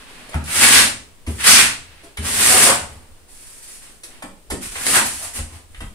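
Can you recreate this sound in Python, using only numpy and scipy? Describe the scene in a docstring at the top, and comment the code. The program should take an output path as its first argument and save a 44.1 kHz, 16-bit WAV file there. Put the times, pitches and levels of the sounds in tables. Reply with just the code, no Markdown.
"""In a small bare room, a steel trowel spreads wet plaster on a wall.
Blade landings are short bursts of noise that clack, splash and knock; some also thump the wall's low modes.
Under the dragging steel, random clicks stand for grit and are filtered into rub, rasp and hiss.
Short noise bands swell the scrape for a moment around one pitch, and random echoes blur the trowel.
Low rumble and faint hiss lie beneath; the loudest peaks are rounded off near full scale."""
import sys
import numpy as np
from scipy import signal
from scipy.fft import rfft, irfft
from scipy.io import wavfile

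SR = 44100
rng = np.random.default_rng(int(sys.argv[2]) if len(sys.argv) > 2 else 0)


def transcribe(signal):
    """Save signal, clipped to [-1, 1], as a 16-bit WAV file at the path in sys.argv[1]."""
    frames = np.atleast_2d(signal).T
    limited = np.clip(frames, -1, 1)
    pcm = np.round(limited * 32767).astype(np.int16)
    wavfile.write(sys.argv[1], SR, pcm)


N = 261954
TIME = np.arange(N) / SR  # seconds


def gain_of(db):
    """Turns decibels into amplitude."""
    return 10 ** (np.asarray(db) / 20)


def evened(x):
    """Scales a sound to an average (rms) level of 1."""
    return x / np.sqrt(np.mean(x ** 2) + 1e-20)


def read(points, hz):
    """Reads a two-column table between its points, along a log-frequency axis."""
    table_hz, value = np.transpose(points)
    return np.interp(np.log(hz + 1), np.log(table_hz + 1), value)


def add(mix, start_s, sound):
    """Mixes a sound in at its start time."""
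    part = mix[max(round(start_s * SR), 0):][:len(sound)]
    part += sound[:len(part)]


def band(x, hz, spread, order=2):
    """Keeps a band that reaches a factor of 1 + spread to either side of hz."""
    edges = [hz / (1 + spread), hz * (1 + spread)]
    return signal.sosfilt(signal.butter(order, edges, "band", fs=SR, output="sos"), x)


def wander(rate_hz):
    """Smooth random motion of rms 1: noise with everything from rate_hz up removed."""
    slow = rfft(rng.standard_normal(N)) * (np.fft.rfftfreq(N, 1 / SR) < rate_hz)
    return evened(irfft(slow, N))


def ramp(t, length_s):
    """Rises from 0 to 1 as t goes from 0 to length_s."""
    return np.clip(t / max(length_s, 1e-4), 0, 1)


BITE_S = 0.017  # the edge bites almost at once
TILT_LEAD_S, TILT_S = 0.022, 0.12  # tilting starts this long before the lift, and takes this long
TILT_HISS_DB, TILT_RUB_DB = -8.5, 6  # tilting trades hiss for rub
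SKIM_DB, PRESS_RANGE_DB = -55.5, 28.5  # rasp of a barely touching blade; how much louder fully pressed
MURMUR_GROWTH, RUB_GROWTH = 0.287, 1.06  # growth under pressure, relative to the rasp's
MURMUR_DB_PER_S = 60.5  # how fast the wall's murmur fades
RUB_FADE = 0.99  # the rub's speed of fading, relative to the rasp's

# Passes of the blade, pressed hard or skimming; hiss and rub are relative to the rasp:
# start_s, rise_s (until full pressure), hold_s, growth_db (until full pressure), lift_db_per_s (fading),
# rasp_db (steel), hiss_db (grit), rub_db (wall), murmur_db (wall)
PASSES = [(-.05, .08, 0.31, -18, 22, -45.5, -5.5, -1, -70), (.44, .16, 0.21, 26, 304, -13.5, 3.5, -10, -39),
          (1.268, .04, 0.098, 3, 194, -47, 8.5, -9, -38),
          (1.378, 0.025, 0.052, 3, 200, -25.5, -0.5, -15, -45),
          (1.435, 0.029, 0.13, 9.5, 200, -11, 3.5, -13.5, -39.5),
          (1.8, .02, 0.26, 3, 200, -50, -9, -8.5, -59), (2.192, .06, 0.022, 14, 240, -31, 3, -3, -37),
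          (2.239, 0.19, 0.26, 15, 241, -17.5, 6.5, -7, -38.5),
          (2.804, 0.026, 0.091, 7, 55, -52, 2, 3.5, -40.5), (3.273, 0.24, 0.067, 2, 33, -53.5, 11, -8, -78),
          (3.6, 0.077, 0.042, 7, 81, -50, 11.5, -8, -70),
          (3.806, 0.025, 0.021, -3, 153, -47.5, 3.5, -6, -68),
          (4.064, 0.05, 0.052, -1, 245.5, -49.5, -3, -1.5, -70),
          (4.604, 0.026, 0.039, -7, 200, -40, 8, -15, -51),
          (4.698, .255, .012, 24.5, 249, -18.5, 7, -5, -46),
          (5.046, 0.032, 0.19, -21, 260, -40.5, 10, -12, -47),
          (5.328, 0.0074, 0.031, 0, 260, -35, 9.5, -3.5, -50),
          (5.474, 0.046, 0.037, 9, 320, -46, 3.5, 1.5, -42.5), (5.697, 0.12, .04, 5, 198, -55, 5, -14, -49)]


def drag(step=32):
    """Pressure, tilt and lift of each pass set the levels (dB) of rasp, hiss, rub and murmur."""
    clock, power = TIME[::step], 1e-12
    for start_s, rise_s, hold_s, growth_db, lift_db_per_s, full_db, hiss_db, rub_db, murmur_db in PASSES:
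        t = clock - start_s
        lifted_s = t - rise_s - hold_s
        fading_s = np.maximum(lifted_s, 0)
        slack_db = growth_db * (1 - ramp(t, rise_s))
        fade_db = lift_db_per_s * fading_s
        pressed = ramp(full_db - SKIM_DB, PRESS_RANGE_DB)
        # the harder the pass is pressed, the more its tilt is heard
        tilt = ramp(lifted_s + TILT_LEAD_S, TILT_S) * pressed
        rasp = full_db - slack_db - fade_db
        hiss = rasp + hiss_db + TILT_HISS_DB * tilt
        rub = full_db + rub_db - RUB_GROWTH * slack_db + TILT_RUB_DB * tilt - RUB_FADE * fade_db
        murmur = murmur_db - MURMUR_GROWTH * slack_db - MURMUR_DB_PER_S * fading_s
        # overlapping passes add as power
        power = power + (ramp(t, BITE_S) * gain_of([rasp, hiss, rub, murmur])) ** 2
    return [np.interp(TIME, clock, db) for db in 10 * np.log10(power)]


def grit(per_s, spread_db):
    """Sand grains slipping under the edge: dense clicks of uneven size."""
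    size = gain_of(spread_db * np.minimum(rng.exponential(1, N), 4))
    sign = rng.choice([-1, 1], N)
    slips = rng.random(N) < per_s / SR
    return evened(size * sign * slips)


# Colour of the scrape: pitch_hz, level_db
SCRAPE_COLOUR = [(100, -6), (190, -10), (232, -0.5), (330, -6.5), (560, -10), (950, -5), (1700, 1.5),
                 (2700, 1.5), (3600, -2), (6400, -5), (9000, 3), (10400, 0), (12200, -10), (15400, -18)]


def coloured(x, low_hz, high_hz, size=4096):
    """Filters x with one region of the scrape colour; the filter starts promptly and has unit energy."""
    hz = abs(np.fft.fftfreq(size, 1 / SR)) + 1
    edges = np.sqrt((1 + (low_hz / hz) ** 8) * (1 + (hz / high_hz) ** 8))
    gain = gain_of(read(SCRAPE_COLOUR, hz)) / edges
    # this phase packs the filter's energy near its start
    spectrum = np.exp(np.conj(signal.hilbert(np.log(gain + 1e-5))))
    ring = np.fft.ifft(spectrum).real[:size // 2]
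    return signal.oaconvolve(x, ring / np.linalg.norm(ring))[:N]


def scrape(drag_db):
    """Grit under one part of the edge drives wall (rub), steel (rasp) and wet surface (hiss)."""
    rasp_db, hiss_db, rub_db = drag_db
    rub = coloured(grit(per_s=3000, spread_db=2.0) * gain_of(rub_db), 123, 970)
    rasp = coloured(grit(per_s=2500, spread_db=3.5) * gain_of(rasp_db), 880, 4900)
    hiss = coloured(grit(per_s=5000, spread_db=4.5) * gain_of(hiss_db), 4820, 21000)
    return gain_of(-3.0) * rub + gain_of(-0.48) * rasp + gain_of(-1.17) * hiss


# The scrape swells for a moment around one pitch:
# middle_s, length_s, pitch_hz, spread (fraction of pitch), level_db
SCRAPE_SWELLS = [(.77, .12, 1670, 0.17, -19), (0.754, 0.19, 4380, 0.34, -15),
                 (1.524, 0.2, 5130, 0.28, -11.5), (1.58, .12, 2200, 0.29, -13.5),
                 (2.544, 0.25, 690, 0.78, -21.5), (2.685, .11, 840, 0.77, -14),
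                 (4.959, 0.09, 1380, 0.53, -14.5), (5.23, 0.095, 820, 0.45, -37.5)]


def scrape_swells():
    """Short noise bands, each around one pitch, that rise and fall within the scrape."""
    out = np.zeros(N)
    for middle_s, length_s, pitch_hz, spread, db in SCRAPE_SWELLS:
        spell = signal.windows.hann(int(length_s * SR))
        noise = evened(band(rng.standard_normal(len(spell)), pitch_hz, spread))
        add(out, middle_s - length_s / 2, gain_of(db) * spell * noise)
    return out


def strokes(drag_db, judder_db=2.0, count=3):
    """The whole blade judders; each part of its long edge sounds into the room by its own paths."""
    juddering_db = drag_db + judder_db * wander(rate_hz=46)
    parts = [room(scrape(juddering_db) + scrape_swells(), direct_db=-5.0) for _ in range(count)]
    return sum(parts) / np.sqrt(count)


KNOCK_SPREAD = 0.61  # width of a knock, as a fraction of its pitch


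def contact(contact_s, db, knock_hz=None):
    """A noisy burst of force as steel lands bit by bit; given a pitch, it becomes a knock."""
    t = TIME[:SR // 8]
    burst = t / contact_s * np.exp(-t / contact_s) * rng.standard_normal(len(t))
    if knock_hz:
        burst = band(burst, knock_hz, KNOCK_SPREAD)
    return gain_of(db) * burst / np.linalg.norm(burst)


EDGE_KNOCK_HZ, FLAT_CONTACT_S = 720, 0.0066

# The blade lands edge first, then flat:
# start_s, contact_s, delay_s (until flat), clack_db, splash_db, edge_knock_db, flat_knock_db,
# flat_knock_hz, wall_thump_db
LANDINGS = [(.341, 0.0026, 0.0068, -26.5, -29.5, -19, -17, 173, -14.5),
            (1.264, 0.0065, .01, -27.5, -28.5, -32.5, -19.5, 296, -17.5),
            (2.17, 0.0039, 0.015, -22.5, -23.5, -30.5, -24, 195, -21),
            (4.222, 0.0027, 0.013, -26.5, -30, -25.5, -28, 230, -60),
            (4.5, 0.0073, .016, -23, -17, -21.5, -15.5, 235, -31),
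            (5.386, 0.0033, 0.00193, -30, -35, -35, -32, 320, -21.5),
            (5.803, .0046, 0.0113, -28, -32, -31, -28.5, 180, -34)]
# The edge alone taps the wall or snags a lump: start_s, contact_s, clack_db, splash_db, knock_db
TAPS = [(0.29, 0.0032, -40, -33, -33.5), (.331, 0.0028, -29, -43, -33), (.438, 0.0037, -40, -28, -48),
        (.476, 0.0046, -23, -29, -39), (2.031, 0.0098, -44, -37, -34), (2.394, 0.0033, -15, -27, -34.5),
        (4.033, 0.0045, -35, -25.5, -40.5), (4.618, 0.0099, -33.5, -29.5, -49),
        (4.752, 0.0049, -19.5, -34, -33), (4.866, 0.00064, -17.5, -9.5, -21.5),
        (5.745, 0.0022, -33, -46, -48)]


def impacts(energy_s=.003, tap_hz=450):
    """The blade meets a wall cushioned by wet plaster: steel clacks, plaster squashes out, wall knocks."""
    clack, splash, knock = np.zeros((3, N))
    for start_s, contact_s, delay_s, clack_db, splash_db, edge_db, flat_db, flat_hz, _ in LANDINGS:
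        add(clack, start_s, contact(contact_s, clack_db))
        add(splash, start_s, contact(contact_s, splash_db))
        add(knock, start_s, contact(contact_s, edge_db, EDGE_KNOCK_HZ))
        add(knock, start_s + delay_s, contact(FLAT_CONTACT_S, flat_db, flat_hz))
    for start_s, contact_s, clack_db, splash_db, knock_db in TAPS:
        add(clack, start_s, contact(contact_s, clack_db))
        add(splash, start_s, contact(contact_s, splash_db))
        add(knock, start_s, contact(contact_s, knock_db, tap_hz))
    # a blow has the energy of its level held for energy_s
    blows = coloured(clack, 550, 3500) + coloured(splash, 3800, 14000) + knock
    return np.sqrt(energy_s * SR) * blows


# Low modes of wall and room: pitch_hz, level_db, t60_s (time to fade by 60 dB)
WALL_MODES = [(77.3, 2.5, 0.28), (138.5, -11.5, 0.25), (232.6, -10.5, 0.27)]


def boom(murmur_db, rise_s=0.0051):
    """Low modes ring after each landing; noise around the lowest murmurs under the moving blade."""
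    murmur = evened(band(rng.standard_normal(N), WALL_MODES[0][0], spread=0.22))
    out = gain_of(murmur_db) * murmur
    t = TIME[:SR // 2]
    ring = np.zeros(len(t))
    for hz, db, t60_s in WALL_MODES:
        ring += gain_of(db) * np.sin(2 * np.pi * hz * t) * np.exp(-np.log(1000) * t / t60_s)
    onset = 1 - np.exp(-t / rise_s)
    for start_s, _, delay_s, *_, thump_db in LANDINGS:
        add(out, start_s + delay_s, -gain_of(thump_db) * ring * onset)
    return out


# The deep rumble swells as the body shifts: middle_s, length_s, level_db
RUMBLE_SWELLS = [(4.535, .12, -32), (4.68, 0.16, -37.5), (5.436, 0.123, -31), (5.837, .16, -29.5)]


def rumble_swells():
    """Short surges of low rumble under the late strokes: deep noise that rises and falls."""
    out = np.zeros(N)
    for middle_s, length_s, db in RUMBLE_SWELLS:
        spell = signal.windows.hann(int(length_s * SR))
        # the end of a longer noise, where the filter has settled
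        rumble = band(rng.standard_normal(SR), 36, spread=.5)[-len(spell):]
        add(out, middle_s - length_s / 2, gain_of(db) * spell * evened(rumble))
    return out


# How alike left and right are: pitch_hz, likeness (0 unrelated, 1 identical)
LIKENESS = [(60, 0.46), (300, 0.93), (640, 0.4), (1300, 0), (15000, 0.099)]


def paired(z, hz):
    """Mixes two unrelated spectra into a left-right pair, alike by a different amount at each pitch."""
    same = np.clip(read(LIKENESS, hz), -1, 1)
    return np.array([z[0], same * z[0] + np.sqrt(1 - same ** 2) * z[1]])


# Echoes of the bare room: pitch_hz, t60_s (time to fade by 60 dB)
ROOM_T60 = [(100, 0.82), (250, 0.32), (600, 0.43), (1200, 0.36), (3000, 0.36), (8000, .37), (13000, 0.23)]


def echoes(first_s=.002, size=SR // 2):
    """Dense random reflections in stereo, each pitch dying away at its own speed."""
    sign = rng.choice([-1., 1.], (2, size))
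    arrives = rng.random((2, size)) < 5000 / SR  # about 5000 a second
    taps = sign * arrives * (TIME[:size] > first_s)
    hz, t, z = signal.stft(taps, SR, nperseg=256)
    fade = np.exp(-np.log(1000) * t / read(ROOM_T60, hz)[:, None])
    z = paired(z, hz[:, None]) * fade
    tail = signal.istft(z, SR, nperseg=256)[1]
    tail /= np.linalg.norm(tail, axis=1, keepdims=True)
    return tail


def room(x, direct_db, count=2):
    """The moving trowel sweeps between echo patterns; its direct sound reaches two ports a little apart."""
    travel = 2 * np.pi * 1.3 * TIME + rng.uniform(0, 2 * np.pi)  # 1.3 cycles a second
    places = [np.cos(travel + np.pi * k / count) for k in range(count)]
    wet = sum(signal.oaconvolve((x * near)[None], echoes(), axes=1)[:, :N] for near in places)
    direct = np.array([np.roll(x, lag) for lag in rng.integers(0, 12, 2)])  # lag in samples
    return (wet + gain_of(direct_db) * direct) / np.sqrt(1 + gain_of(direct_db) ** 2)


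FLOOR_DB = -47.5  # overall background level

# Colour of the steady background: pitch_hz, level_db (relative)
FLOOR_COLOUR = [(20, 3.5), (45, -7), (100, -16.5), (230, -19.5), (500, -19), (1200, -27), (3000, -28),
                (6500, -32), (9000, -25.5), (12000, -36.5), (15400, -35)]


def background():
    """Low rumble and faint hiss of the house: steady noise shaped by pitch."""
    hz = np.fft.rfftfreq(N, 1 / SR)
    z = paired(rfft(rng.standard_normal((2, N))), hz) * gain_of(read(FLOOR_COLOUR, hz))
    return gain_of(FLOOR_DB) * evened(irfft(z, N))


def scene():
    """The trowel in the room, over the wall's boom, the rumble swells and the background."""
    *drag_db, murmur_db = drag()
    trowel = strokes(np.array(drag_db)) + room(impacts(), direct_db=-2.5)
    # small left-right level differences, in dB
    balanced = trowel * gain_of([[-.2], [.2]]) + boom(murmur_db) * gain_of([[.6], [-.6]])
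    return balanced + rumble_swells() + background()


TOP_HZ = 15700  # upper limit of the sound


def record(dry, ceiling=1.0):
    """The loudest peaks are rounded off near full scale; then the top treble is cut."""
    clipped = dry / (1 + (dry / ceiling) ** 8) ** (1 / 8)
    lowpass = signal.firwin(511, TOP_HZ, window=("kaiser", 9), fs=SR)
    return signal.oaconvolve(clipped, lowpass[None], "same")


dry = scene()
out = record(dry)
transcribe(out)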